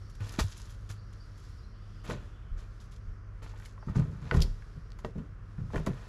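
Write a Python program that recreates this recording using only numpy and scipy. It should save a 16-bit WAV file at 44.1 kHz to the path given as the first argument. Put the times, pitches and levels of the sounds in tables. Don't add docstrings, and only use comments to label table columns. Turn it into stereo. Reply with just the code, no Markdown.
import sys
import numpy as np
from scipy import signal
from scipy.fft import rfft, irfft
from scipy.io import wavfile

SR = 44100
rng = np.random.default_rng(int(sys.argv[2]) if len(sys.argv) > 2 else 0)


def materialize(psi):
    bounded = np.clip(np.atleast_2d(psi).T, -1, 1)
    quanta = np.round(bounded * 32767).astype(np.int16)
    wavfile.write(sys.argv[1], SR, quanta)


N = 268126
T = np.arange(N) / SR
RING_T = T[:SR // 2]
TUB_DETUNE, ROCK_DETUNE = 0.018, 0.051


def amp(db):
    return 10 ** (np.asarray(db) / 20)


def unit(x):
    return x / np.sqrt(np.mean(x ** 2))


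def filt(x, hz, kind, order=2):
    sos = signal.butter(order, min(hz, SR / 2 - 1000), kind, fs=SR, output="sos")
    return signal.sosfilt(sos, x)


def colour(x, points):
    hz, db = np.transpose(points)
    f = np.maximum(np.fft.rfftfreq(x.shape[-1], 1 / SR), 1)
    gain = amp(np.interp(np.log(f), np.log(hz), db))
    return irfft(rfft(x) * gain, x.shape[-1])


def walk(rate):
    knots = rng.standard_normal(N // 256)
    return np.interp(T * rate, np.arange(len(knots)), knots)


def fade(t60):
    return np.exp(-np.log(1000) * RING_T / t60)


def add(track, s, sound, db):
    part = track[int(s * SR):][:len(sound)]
    part += amp(db) * sound[:len(part)] / np.abs(sound).max()


def ring(modes, pitch=1, length=1):
    return sum(amp(db) * fade(t60 * length) * np.sin(2 * np.pi * hz * pitch * RING_T)
               for hz, db, t60 in modes)


def detune(modes, spread):
    shifts = rng.standard_normal(len(modes))
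    return [(hz * (1 + spread * shift), db, t60) for (hz, db, t60), shift in zip(modes, shifts)]


def contact(hz, rise_cycles):
    return 1 - np.exp(-RING_T * hz / rise_cycles)


def burst(t60):
    return rng.standard_normal(len(RING_T)) * fade(t60)


def grains(rate, spread_db):
    size = amp(spread_db * np.minimum(rng.exponential(size=N), 4))
    return (rng.random(N) < rate / SR) * size * rng.standard_normal(N)


def swell(s, rise, fall):
    return np.exp(-np.where(T < s, ((T - s) / rise) ** 2 / 2, (T - s) / fall))


# f/Hz, relative level/dB, t60/s at ring length 1
TUB_MODES = [(34, 0, .35), (51, -3, .2), (74, 1, .2), (101, -3, .17), (131, 0, .16), (156, 0, .15),
             (192, -2, .12), (235, -6, .09), (290, -5, .08), (388, -2, .08), (440, -3, .07), (500, -4, .06),
             (620, -4, .07), (885, -7, .06), (1040, -6, .05), (1500, -7, .07), (1880, -7, .08),
             (2680, -10, .07)]


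def thuds(rattle_db=-8, rattle_t60=0.13, reach=1.31, rise_cycles=0.13):
    out = np.zeros(N)
    for s, db, hz, length in jolts():
        driven = [(f, level - 9 * abs(np.log2(f / hz)) ** 0.38, t60)
                  for f, level, t60 in detune(TUB_MODES, TUB_DETUNE)]
        taps = burst(rattle_t60 * length) * (rng.random(len(RING_T)) < 300 / SR)
        tapped = ring(detune(TUB_MODES, ROCK_DETUNE), length=0.39)
        rattle = signal.fftconvolve(taps, tapped)[:len(RING_T)]
        rattle = filt(filt(rattle, 127, "high"), hz * 3.45, "low")
        body = ring(driven, length=length) + amp(rattle_db) * rattle
        body = body * contact(hz, rise_cycles)
        add(out, s, filt(body, hz * reach, "low"), db)
    return out


# t/s, peak level at the source/dB, contact pitch f/Hz (soft = low), ring length factor
TUB_BLOWS = [(2.09, -26, 205, 0.86), (2.096, -29, 600, 3.2), (2.115, -26, 420, 1.3),
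             (2.121, -35.5, 190, 2.3), (3.871, -25.5, 143, 2), (3.897, -21, 102, 0.47),
             (3.958, -19, 208, 1.7), (3.966, -12, 145, 1.27), (3.989, -19.5, 138, 2.6), (4.06, -33, 300, 2),
             (4.122, -30, 146.5, 3.1), (4.222, -31, 138, 5.5), (4.321, -19.5, 400, 2.8),
             (4.347, -10, 127.5, 1.03), (4.37, -8, 74, 0.5), (4.411, -25, 320, 0.81),
             (4.45, -29, 167, 0.93), (4.764, -34.5, 171, 1.06), (5.047, -22.5, 670, 0.52),
             (5.156, -28, 263, 2.7), (5.185, -25.5, 162, 1.6), (5.582, -26, 133, 3.9), (5.736, -28, 490, 1),
             (5.746, -21, 600, 2.2), (5.765, -25, 199, 2), (5.867, -24.5, 573, 0.88),
             (5.87, -20, 179, 1.33), (5.876, -21.5, 452, 0.9)]
# t/s, peak level at the source/dB
WAGON_SWAYS = [(2.513, -21), (3.071, -24), (4.395, -11), (4.482, -23.5), (5.757, -23)]
SWAY_HZ, SWAY_LENGTH = 34.6, 1
SETTLE_GAP_S, SETTLE_DB, SETTLE_PITCH = 0.036, -13.5, 0.72


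def jolts():
    rows = [(s, db, SWAY_HZ, SWAY_LENGTH) for s, db in WAGON_SWAYS]
    gap_scales = rng.uniform(.6, 1.4, (len(TUB_BLOWS), 2))
    for (s, db, hz, length), gaps in zip(TUB_BLOWS, gap_scales):
        rows.append((s, db, hz, length))
        for k, wait in enumerate(SETTLE_GAP_S * np.cumsum(gaps), 1):
            rows.append((s + wait, db + k * SETTLE_DB, hz * SETTLE_PITCH ** k, 1))
    return rows


# t/s, peak level at the source/dB, pitch factor, hardness of the contact f/Hz
ROCK_KNOCKS = [(.396, -26, 0.66, 2200), (2.1, -29, 0.688, 1760), (2.109, -29, 1.1, 3600),
               (3.537, -46.5, .65, 1100), (3.6, -47.5, 0.99, 1800), (3.623, -47, 1.25, 2400),
               (3.658, -41.5, 1.6, 5530), (3.778, -43.5, 0.76, 1230), (3.826, -43.5, 0.86, 746),
               (3.884, -40, 0.73, 900), (3.934, -54, .7, 1000), (3.957, -35, 0.8, 1400),
               (3.973, -53, 1.2, 2400), (4.312, -16, 1.005, 3050), (4.329, -43, 0.96, 1400),
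               (4.349, -30, .7, 1500), (4.368, -36, 0.64, 1200), (4.622, -44.5, 1.13, 2110),
               (4.99, -44, 0.74, 2520), (5.048, -25.5, 0.656, 3830), (5.581, -48, 0.96, 1500),
               (5.704, -42, 0.7, 1680), (5.735, -36, 0.56, 1400), (5.744, -45, 0.61, 1410),
               (5.759, -30.5, 1.1, 2300), (5.764, -36.5, 1.5, 2270), (5.779, -32.5, 0.92, 2400),
               (5.866, -30, 0.94, 2750), (5.871, -26.5, 0.613, 1690), (5.897, -47, 0.86, 1700)]
# f/Hz at pitch 1, relative level/dB, t60/s
ROCK_MODES = [(1020, -5, .02), (1280, -4, .022), (1490, 0, .025), (1850, 0, .017), (2550, -6, .012),
              (2800, -8, .01), (4400, -6, .009), (4950, -9, .009)]


def knocks(crack_db=0, crack_hz=2600, rise_cycles=0.445, tub_db=-9):
    out = np.zeros(N)
    for s, db, pitch, hard_hz in ROCK_KNOCKS:
        crack_gain = amp(crack_db) * min(hard_hz / crack_hz, 1.2) ** 2
        crack = crack_gain * filt(burst(.007), 6500, "low")
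        tone = ring(detune(ROCK_MODES, ROCK_DETUNE), pitch)
        tone = tone + amp(tub_db) * ring(detune(TUB_MODES, TUB_DETUNE))
        tone = tone * contact(hard_hz, rise_cycles)
        no_bass = filt(tone + crack, 750 * pitch, "high", order=4)
        add(out, s, filt(no_bass, hard_hz, "low"), db)
    return out


# t/s, peak level at the source/dB
EDGE_TOUCHES = [(.294, -38), (0.403, -28), (4.405, -33.5), (4.416, -31), (4.42, -20.5), (4.423, -24.5),
                (4.432, -32.5), (5.051, -46), (5.865, -44)]
# f/Hz, relative level/dB, t60/s of the free edge (halved on stone)
EDGE_MODES = [(3100, -6, .025), (3420, -3, .03), (3830, -4, .02), (4260, -2, .02), (4820, 0, .03),
              (5660, -3, .025), (6150, -6, .025), (7130, -5, .025), (9520, -12, .02), (11100, -10, .018)]


def clinks():
    grit_colour = [(2000, 1.5), (2900, -25.0), (4500, -4.0), (7000, -25.5),
                   (8500, -20.0), (11000, -22.0), (13000, -17)]
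    out = np.zeros(N)
    for s, db in EDGE_TOUCHES:
        tone = ring(detune(EDGE_MODES, ROCK_DETUNE), length=0.5)
        grit = colour(burst(0.064), grit_colour)
        touch = unit(tone) + amp(5) * unit(grit)
        touch = filt(touch, 2870, "high", order=5)
        add(out, s, filt(touch, 12000, "low", order=4), db)
    return out


# f/Hz, relative level/dB
RUB_COLOUR = [(150, 7), (250, 6), (799, -3.5), (1300, -0.5), (1950, 2), (2200, 0.5), (3130, 1), (4680, 2.5),
              (6670, -42), (7630, 1), (8450, -22), (10300, -38), (14000, -59)]


def scrapes(rock_db=-10, tub_db=-15.0):
    slips = grains(4500, 3.0)
    slips = slips * amp(2.5 * walk(84))
    rock, tub = (signal.fftconvolve(slips, ring(modes))[:N] for modes in (ROCK_MODES, TUB_MODES))
    tub = filt(tub, 330, "high", order=4)
    rub = unit(colour(slips, RUB_COLOUR)) + amp(rock_db) * unit(rock) + amp(tub_db) * unit(tub)
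    return sum(amp(db) * swell(s, rise, fall) * unit(filt(rub, hz, "low"))
               for s, rise, fall, db, hz in rubs())


# t/s of the peak, fall/s, rms level at the peak/dB, brightness f/Hz
ROCK_DRAGS = [(0.332, 0.042, -52.5, 3080), (0.398, 0.014, -31.5, 4130), (0.906, 0.018, -53, 4600),
              (2.104, 0.018, -44, 4700), (2.601, 0.042, -55, 3300), (3.64, 0.015, -61, 2830),
              (3.976, 0.15, -57.5, 1720), (4.27, 0.098, -58, 2930), (4.353, 0.07, -50.5, 2420),
              (5.761, 0.068, -51.5, 1910), (6.0, 0.24, -56, 2300)]
DRAG_RISE = 0.44
# t/s, rms level at the peak/dB
ROCK_SKIDS = [(0.21, -49), (2.049, -46.5), (3.429, -52)]
SKID_RISE_S, SKID_FALL_S, SKID_HZ = 0.0055, 0.098, 2780
SLIP_DB, SLIP_FALL_S, SLIP_HZ = -32.5, 0.019, 1600


def rubs():
    drags = [(s, DRAG_RISE * fall, fall, db, hz) for s, fall, db, hz in ROCK_DRAGS]
    skids = [(s, SKID_RISE_S, SKID_FALL_S, db, SKID_HZ) for s, db in ROCK_SKIDS]
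    slips = [(s, SKID_RISE_S, SLIP_FALL_S * length, db + SLIP_DB, SLIP_HZ)
             for s, db, _, length in TUB_BLOWS]
    return drags + skids + slips


# t/s of the start, length of the push/s, rms level before easing/dB
MULCH_PUSHES = [(0.097, 0.0018, -56.5), (0.15, 0.0034, -61.5), (.23, 0.13, -59), (0.389, 0.0094, -47),
                (.41, 0.13, -57), (.55, 0.1, -60), (0.695, 0.009, -60.5), (0.889, 0.021, -54),
                (1.128, 0.0033, -57.5), (1.348, 0.12, -65.5), (2.799, 0.022, -61), (2.909, 0.025, -65),
                (2.961, 0.0023, -65), (3.425, 0.019, -65), (3.56, 0.11, -68), (3.65, 0.0055, -59),
                (4.44, 0.0075, -63), (4.986, 0.0088, -59), (5.048, 0.033, -67.5), (5.863, 0.0018, -43.5)]
# f/Hz, relative level/dB
CRACKLE_COLOUR = [(530, -63), (900, -7), (1660, -6), (2130, -12.5), (3170, -7), (6660, -7.5), (7580, -10),
                  (8430, -20), (10400, -13.5), (13700, -27), (15000, -54)]
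GRIT_DB = -11


def mulch(cluster_db=3.0):
    snaps = 0
    for hz in 750 * 2. ** np.arange(5):
        chips = grains(3200, 3.6) * amp(cluster_db * walk(55))
        snaps = snaps + filt(filt(chips, hz / np.sqrt(2), "high"), hz * np.sqrt(2), "low")
    crackle = unit(colour(snaps, CRACKLE_COLOUR))
    pushes = sum(amp(db) * push(start, length) for start, length, db in MULCH_PUSHES)
    dirt = sum(amp(db + GRIT_DB) * hz / SKID_HZ * swell(s, rise, fall)
               for s, rise, fall, db, hz in rubs())
    return crackle * (pushes + dirt)


PUSH_BUILD, PUSH_EASE_DB_PER_S, PUSH_RELEASE_S, PUSH_LIFT = 0.25, 20, 0.0072, 0.78


def push(start, length):
    t = np.maximum(T - start, 0)
    build = np.minimum(t / (PUSH_BUILD * length), 1)
    release = PUSH_RELEASE_S + PUSH_LIFT * length
    lift = np.exp(-np.maximum(t - length, 0) / release)
    return build * amp(-PUSH_EASE_DB_PER_S * t) * lift


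# t/s, peak level at the source/dB, f/Hz, t60/s
GROUND_BUMPS = [(0.205, -26.5, 101.4, 0.36), (0.387, -18, 202, 0.018), (0.409, -17, 53, 0.075),
                (0.44, -22, 96, 0.16), (0.892, -36.5, 102.8, 0.61)]


def bumps(rise_cycles=0.34):
    out = np.zeros(N)
    for s, db, hz, t60 in GROUND_BUMPS:
        add(out, s, ring([(hz, 0, t60)]) * contact(hz, rise_cycles), db)
    return out


def place(x, pan_db, lag):
    shade = np.array([(120, 0), (400, 1), (5500, 1), (8000, 0)])  # f/Hz, share of the pan
    left, right = (colour(x, shade * [1, sign * pan_db / 2]) for sign in (1, -1))
    delay = np.exp(-2j * np.pi * np.fft.rfftfreq(N) * lag)
    return np.array([irfft(rfft(left) * delay, N), right])


def yard(x, wall_s=0.009, wall_db=-14, near_db=-11, far_db=-22):
    x = filt(filt(x, 430, "high"), 13000, "low", order=1)
    onset = np.minimum(RING_T / 0.0048, 1)
    tails = []
    for _ in range(2):
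        scatter = amp(near_db) * unit(burst(0.25)) + amp(far_db) * unit(burst(0.8))
        tails.append(onset * scatter / np.sqrt(len(RING_T)))
    left, right = (signal.fftconvolve(x, tail)[:N] for tail in tails)
    wall = np.interp(T - wall_s, T, filt(x, 2100, "low"))
    return np.array([left + amp(wall_db) * wall, right])


# start t/s, end t/s, typical note's peak level before the blur/dB, central f/Hz
FAR_SONGS = [(0, 0.152, -65.5, 5020), (0.931, 2.049, -68, 4860), (1.721, 2.499, -68, 3004),
             (2.692, 3.268, -75, 5410), (3.778, 3.887, -66.5, 5330), (4.47, 4.893, -74, 4910)]
# t/s, direct peak level/dB, from f/Hz, to f/Hz
NEAR_CHIRPS = [(0.964, -65, 4150, 4920), (1.185, -63, 4250, 5140), (1.206, -69, 5000, 4160),
               (1.566, -67.5, 5680, 4420), (1.619, -66, 3800, 4480), (4.843, -79, 4600, 5740)]
CHIRP_S = 0.0481


def birds(blur_db=2):
    far, near = np.zeros((2, N))
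    for start, end, db, hz in FAR_SONGS:
        count = int((end - start) * 220)
        for k, (when, height, glide, loud) in enumerate(rng.uniform(-1, 1, (count, 4))):
            from_hz = hz * np.exp(.17 * height - .2 * glide)
            to_hz = hz * np.exp(.17 * height + .2 * glide)
            s = start + (end - start) * (k + 1 + when) / count
            add(far, s, chirp(from_hz, to_hz, .012), db + 4 * loud ** 3)
    for s, db, from_hz, to_hz in NEAR_CHIRPS:
        add(near, s, chirp(from_hz, to_hz, CHIRP_S), db)
    leaves = [burst(.22) for _ in range(2)]
    chorus = far + amp(blur_db) * near
    blurred = [signal.fftconvolve(chorus, tail / np.linalg.norm(tail))[:N] for tail in leaves]
    return near + np.array(blurred)


def chirp(from_hz, to_hz, length):
    pitch = np.geomspace(from_hz, to_hz, int(length * SR))
    return np.hanning(len(pitch)) * np.sin(2 * np.pi * np.cumsum(pitch) / SR)


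# f/Hz, rms level about which it wavers/dB
ENGINE_LINES = [(37, -44.5), (50.5, -46.5), (101.5, -49.5), (203, -68), (303, -74.5)]


def drone():
    turns = np.cumsum(1 + 0.0141 * walk(5.3)) / SR
    return sum(amp(db + 2.4 * walk(6)) * np.sqrt(2) * np.sin(2 * np.pi * (hz * turns + rng.random()))
               for hz, db in ENGINE_LINES)


# f/Hz, relative level/dB
AIR_COLOUR = [(12, -73), (20, -10), (78, -1), (132, -9), (278, -27), (398, -24.5), (865, -36), (1080, -29),
              (1350, -27), (2480, -42), (3970, -45), (5380, -43.5), (8620, -55.5), (10500, -55.5),
              (15000, -71)]
AIR_DB = -61
# t/s, relative level/dB
HISS_COURSE = [(.8, 2), (1.9, 0.5), (3.3, -4), (4.4, 1.5), (5.45, -5), (6, 6.5)]


def air(trim_db=-1.5):
    mid, side = colour(rng.standard_normal((2, N)), AIR_COLOUR)
    band = filt(filt(mid, 300, "high", order=6), 3000, "low")
    scale = amp(AIR_DB) / np.std(band)
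    width = amp(-3.5) * filt(side, 540, "high", order=1) * np.array([[1], [-1]])
    both = scale * (mid + width)
    hiss = colour(both, [(1500, -40), (3500, 0)])
    breeze = amp(np.interp(T, *np.transpose(HISS_COURSE)) + 2.5 * walk(8) - 1.5)
    return amp(trim_db) * (both + (breeze - 1) * hiss)


def scene():
    tub, stone, edge, rubbing, litter = thuds(), knocks(), clinks(), scrapes(), mulch()
    direct = place(tub, 2.5, 0.5) + place(stone, -5.5, 1.0) + place(edge, -7.5, 0.36)
    direct = direct + place(rubbing, 1.0, 2.97) + place(litter, -4.0, 0.076)
    echoes = yard(tub + stone + edge + rubbing + litter)
    return direct + bumps() + echoes + birds() + drone() + air()


TOP_HZ = 14900


def record(dry):
    no_rumble = filt(dry, 57.0, "high", order=1)
    return signal.sosfilt(signal.ellip(8, .2, 70, TOP_HZ, fs=SR, output="sos"), no_rumble)


dry = scene()
out = record(dry)
materialize(out)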